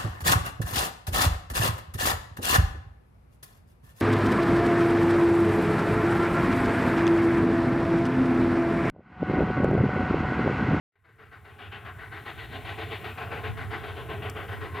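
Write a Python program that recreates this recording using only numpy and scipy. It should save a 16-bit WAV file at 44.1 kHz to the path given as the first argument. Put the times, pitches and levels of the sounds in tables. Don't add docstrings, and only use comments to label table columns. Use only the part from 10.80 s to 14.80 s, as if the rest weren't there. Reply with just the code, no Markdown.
import sys
import numpy as np
from scipy import signal
from scipy.fft import rfft, irfft
from scipy.io import wavfile
from scipy.ndimage import uniform_filter1d

SR = 44100
rng = np.random.default_rng(int(sys.argv[2]) if len(sys.argv) > 2 else 0)


def invert_db(level):
    return 10 ** (np.asarray(level, dtype=float) / 20)


def materialize(psi):
    bounded = np.clip(np.atleast_2d(psi).T, -1, 1)
    quanta = np.round(bounded * 32767).astype(np.int16)
    wavfile.write(sys.argv[1], SR, quanta)


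N = 176400
TIME = np.arange(N) / SR
HZ = np.fft.rfftfreq(N, 1 / SR)


def curve(table):
    a = np.array(table, float)
    return np.interp(np.log(HZ + 1), np.log(a[:, 0]), a[:, 1])


def over_time(table):
    return np.interp(TIME, *np.array(table, float).T)


def colour(x, gain):
    return irfft(rfft(x) * gain, N)


def level(x, db):
    return x * invert_db(db) / np.sqrt(np.mean(x ** 2))


def bump(hz, width):
    return np.exp(-0.5 * ((HZ - hz) / (0.5 * width)) ** 2)


def walk(rate):
    hold = int(SR / rate)
    steps = np.repeat(rng.standard_normal(400)[:N // hold + 1], hold)
    slewed = uniform_filter1d(uniform_filter1d(steps, hold), hold)
    return 1.3 * slewed[:N]


def pair(like):
    mid, side = rfft(rng.standard_normal((2, N)))
    like = np.clip(like, 0, 1)
    opposite = np.array([[1], [-1]])
    return irfft(mid * np.sqrt(1 + like) + side * np.sqrt(1 - like) * opposite, N)


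# [f/Hz, level/dB per Hz]
HISS_SPECTRUM = [(3240, -22), (5500, -3.5), (6200, -7), (9130, -1.5), (12700, -1.5), (13500, -5.5)]
# [f/Hz, likeness 0-1]
HISS_LIKENESS = [(5000, 0.37), (8000, 0.58), (11000, 0.81), (15000, 0.43)]


def hiss():
    low_cut = np.sqrt(1 + (4500 / (HZ + 1)) ** 6)
    air = colour(pair(curve(HISS_LIKENESS)), invert_db(curve(HISS_SPECTRUM)) / low_cut)
    swell_db = 0.4 * walk(3.26) + 0.34 * walk(9)
    return level(air * invert_db(swell_db), -61.5)


# [f/Hz, width/Hz, level/dB]
MOTOR_TONES = [(7364, 8, -84), (13915, 50, -79), (13990, 150, -76), (14180, 260, -76), (14500, 260, -78),
               (14664, 10, -84), (14966, 20, -81), (14950, 450, -76)]
# [t/s, level/dB]
MOTOR_LOAD = [(0, 0.5), (1, -1), (1.4, -0.5), (2, 0), (2.3, 5), (2.5, -1), (2.63, 0.5), (2.95, -4),
              (3.3, 0.5), (3.7, 3), (3.9, -3)]


def whine():
    tones = 0
    for hz, width, db in MOTOR_TONES:
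        tone = level(colour(pair(1.0), bump(hz, width)), db)
        tones = tones + tone * invert_db(2.0 * walk(5.5))
    return tones * invert_db(over_time(MOTOR_LOAD))


# [f/Hz, level/dB per Hz]
RUMBLE_SPECTRUM = [(20, -38), (45, -24), (68, -9.5), (84, -5.5), (101, 0.5), (125, -10.5), (170, -18.5),
                   (300, -29.5)]
# [t/s, level/dB]
FIREBOX_DRAUGHT = [(.1, -3), (.4, 1.5), (.7, -2.5), (1.0, 0.5), (1.4, -1.5), (1.7, -0.5), (2.05, 0.5),
                   (2.3, -2), (2.55, 2.5), (2.8, 2), (3.1, -2.5), (3.45, 4), (3.6, 0), (3.75, -0.5), (4, 0)]


def rumble():
    below_400 = HZ < 400
    drone = colour(pair(0.9), invert_db(curve(RUMBLE_SPECTRUM)) * below_400)
    swell_db = over_time(FIREBOX_DRAUGHT) + 0.8 * walk(9)
    return level(drone * invert_db(swell_db), -40.5)


# [start t/s, length t/s, level/dB]
PORT_GUSTS = [
    (2.55, 0.77, -44),
    (2.66, .1, -45),
    (3.3, 0.13, -55),
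    (3.618, 0.35, -46),
    (2.85, .2, -49),
]
# [f/Hz, level/dB per Hz]
BUFFET_SPECTRUM = [(25, -20), (50, -3), (90, 12), (140, -4), (220, -3), (320, -20), (600, -45.5)]


def wind():
    strength = 0
    for start, length, db in PORT_GUSTS:
        strength = strength + invert_db(db) * np.sin(np.pi * np.clip((TIME - start) / length, 0, 1))
    buffet = level(colour(rng.standard_normal(N), invert_db(curve(BUFFET_SPECTRUM))), 0)
    flutter_db = 4.5 * walk(14)
    return buffet * invert_db(flutter_db) * strength * np.array([[1], [-1]])


# [f/Hz, level/dB per Hz]
TICK_SPECTRUM = [(3500, -16), (5300, -0.5), (6500, -6), (8200, -2), (10500, -10.5), (15000, -14)]


def tick():
    start_s, hold_s, t60_s = 3.4975, 0.002, 0.014
    tail_db, tail_t60_s = -23, 0.11
    since = np.maximum(TIME - start_s, 0)
    snap = invert_db(-60 * np.maximum(since - hold_s, 0) / t60_s)
    ring = invert_db(tail_db - 60 * since / tail_t60_s)
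    noise = level(colour(pair(0.8), invert_db(curve(TICK_SPECTRUM))), -42.5)
    return noise * (since > 0) * (snap + ring)


# [t/s, level/dB, bass level/dB, treble level/dB]
BLASTS = [(0.243, 7, -7, -9.5), (0.385, 3.5, -4, -6.5), (0.513, 2.0, -5.5, -6), (0.647, 0.9, -5, -4.5),
          (0.787, 2.3, -2, 1), (0.919, 1.7, -3.5, 0.5), (1.051, -1, -2.5, -2), (1.185, -1, -4.5, -0.4),
          (1.317, 0.8, -2, 0.9), (1.457, -0.4, -2, -0.2), (1.579, -3, -5, 1), (1.719, -5.5, 2.5, 4),
          (1.849, -1.4, 0.2, 5), (1.983, -1.8, 2.0, 4), (2.109, -2.3, 4, 6), (2.243, -1, 1.5, 2),
          (2.377, 1.5, -1, 0.2), (2.511, -0.3, 3.5, 1.5), (2.637, -1.1, 0.9, 1), (2.773, 2, -1.2, -2.7),
          (2.907, 3, 0, -3), (3.037, 1, 1, -3.5), (3.163, -3, 1.5, -1.4), (3.289, -3, 3, 0.7),
          (3.423, -0.2, 3.4, -0.3), (3.559, 0, 2.5, -3.2), (3.683, -0.5, -1.7, -5), (3.809, -2.5, 3, -2.1),
          (3.945, 0.8, 2, 0)]
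# [t/s, level/dB, bass level/dB, treble level/dB]
FIRST_BLAST = (.114, 2, -5, -5.5)
# [f/Hz, level/dB per Hz]
JET_SPECTRUM = [(120, -21), (250, -5.5), (700, -3.5), (1600, -2), (2800, -5.5), (3600, -12), (4500, -23),
                (5600, -38.5)]
# [f/Hz, width/Hz, level/dB]
CHIMNEY_AND_GROUND = [(335, 22.4, 5), (424, 57.4, 11.5), (510.4, 38.4, -10), (625, 74, -1), (735, 51, 4.5),
                      (811, 41, 4), (669, 37, 3.5), (1340, 30, 1.5), (1059, 43, 6), (1526, 66, 5),
                      (1918, 85, 2.5), (980, 170, -1), (1700, 130, -1.5)]


def locomotive():
    rise_s, hold_s, fall_db_per_s, lead_s = 0.017, 0.033, 168, 0.0055
    between_db, between_tilt_db = -11, -1.8
    turbulence_db, patch_db = 1.5, 2.0
    treble_octave = 1.68
    port_unlike_db = -16

    rows = np.array([FIRST_BLAST] + list(BLASTS))
    blast_power = np.zeros(N)
    for start, db in rows[:, :2]:
        since = TIME - start + lead_s
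        swell = np.sin(np.pi / 2 * np.clip(since / rise_s, 0, 1))
        fall_db = fall_db_per_s * np.maximum(since - rise_s - hold_s, 0)
        blast_power += (swell * invert_db(db - fall_db)) ** 2
    bass_db = np.interp(TIME, rows[:, 0] + hold_s, rows[:, 2])
    treble_db = np.interp(TIME, rows[:, 0] + hold_s, rows[:, 3])

    turbulence = invert_db(turbulence_db * walk(45.1))
    noise = rfft(rng.standard_normal((2, N)))
    octaves = np.log2(HZ / 1000 + 1e-9)
    jet = 0
    for octave in np.arange(-3, 2.8, 1 / 3):
        band = np.cos(np.pi / 2 * np.clip(3 * (octaves - octave), -1, 1)) ** 2
        bass_part = np.clip(0.5 - octave, 0, 1)
        treble_part = 1.33 * np.exp(-((octave - treble_octave) / 0.65) ** 2)
        air_db = bass_db * bass_part + treble_db * treble_part
        steady = invert_db(between_db + between_tilt_db * octave)
        steam = np.sqrt(blast_power + steady ** 2)
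        jet = jet + irfft(noise * band, N) * (steam * invert_db(air_db + patch_db * walk(4.99)))

    both = np.array([jet[0], jet[0] + invert_db(port_unlike_db) * jet[1]])
    path_db = curve(JET_SPECTRUM)
    for hz, width, db in CHIMNEY_AND_GROUND:
        path_db = path_db + db * bump(hz, width)
    return level(colour(both * turbulence, invert_db(path_db)), -38.5)


# [f/Hz, level/dB]
PORT_LEVEL = [(60, 1), (110, -3), (200, 0.5), (380, -1.5), (700, 1.0), (1290, 3.5), (2380, 5.5), (4400, 1),
              (8120, 0), (15000, -6)]
# [f/Hz, phase/rad]
PORT_LEAD = [(60, 0.034), (500, 0.38), (1290, 0.62), (1810, .1), (2930, .02), (8200, .1), (10900, 1.3),
             (12200, 2.3)]


def ports(x):
    half = invert_db(curve(PORT_LEVEL) / 2) * np.exp(0.5j * curve(PORT_LEAD))
    return colour(x, np.array([half, 1 / half]))


def scene():
    return ports(locomotive() + rumble() + hiss()) + whine() + tick() + wind()


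def drum_notches(x):
    drum_hz, width_hz = 300, 22.4
    groups = [(-9.5, range(2, 17, 2)), (-10, [3, 7, 9, 11, 13]), (-9, range(18, 46, 2))]  # dB, harmonics
    dips_db = sum(db * bump(drum_hz * k, width_hz) for db, harmonics in groups for k in harmonics)
    return colour(x, invert_db(dips_db))


def fade_in():
    frame_s, from_s, to_s = 1001 / 30000, 0.122, 1.92
    first_step, bend = 0.12, 1.007
    frames = np.floor((TIME - from_s) / frame_s)
    ramp = np.clip((frames + first_step) * frame_s / (to_s - from_s), 0, 1)
    return uniform_filter1d((frames >= 0) * ramp ** bend, size=40)


def roll_off(x):
    return signal.sosfilt(signal.butter(12, 15690, fs=SR, output="sos"), x)


def record(dry):
    mix = drum_notches(dry) * fade_in()
    return roll_off(mix)


dry = scene()
out = record(dry)
materialize(out)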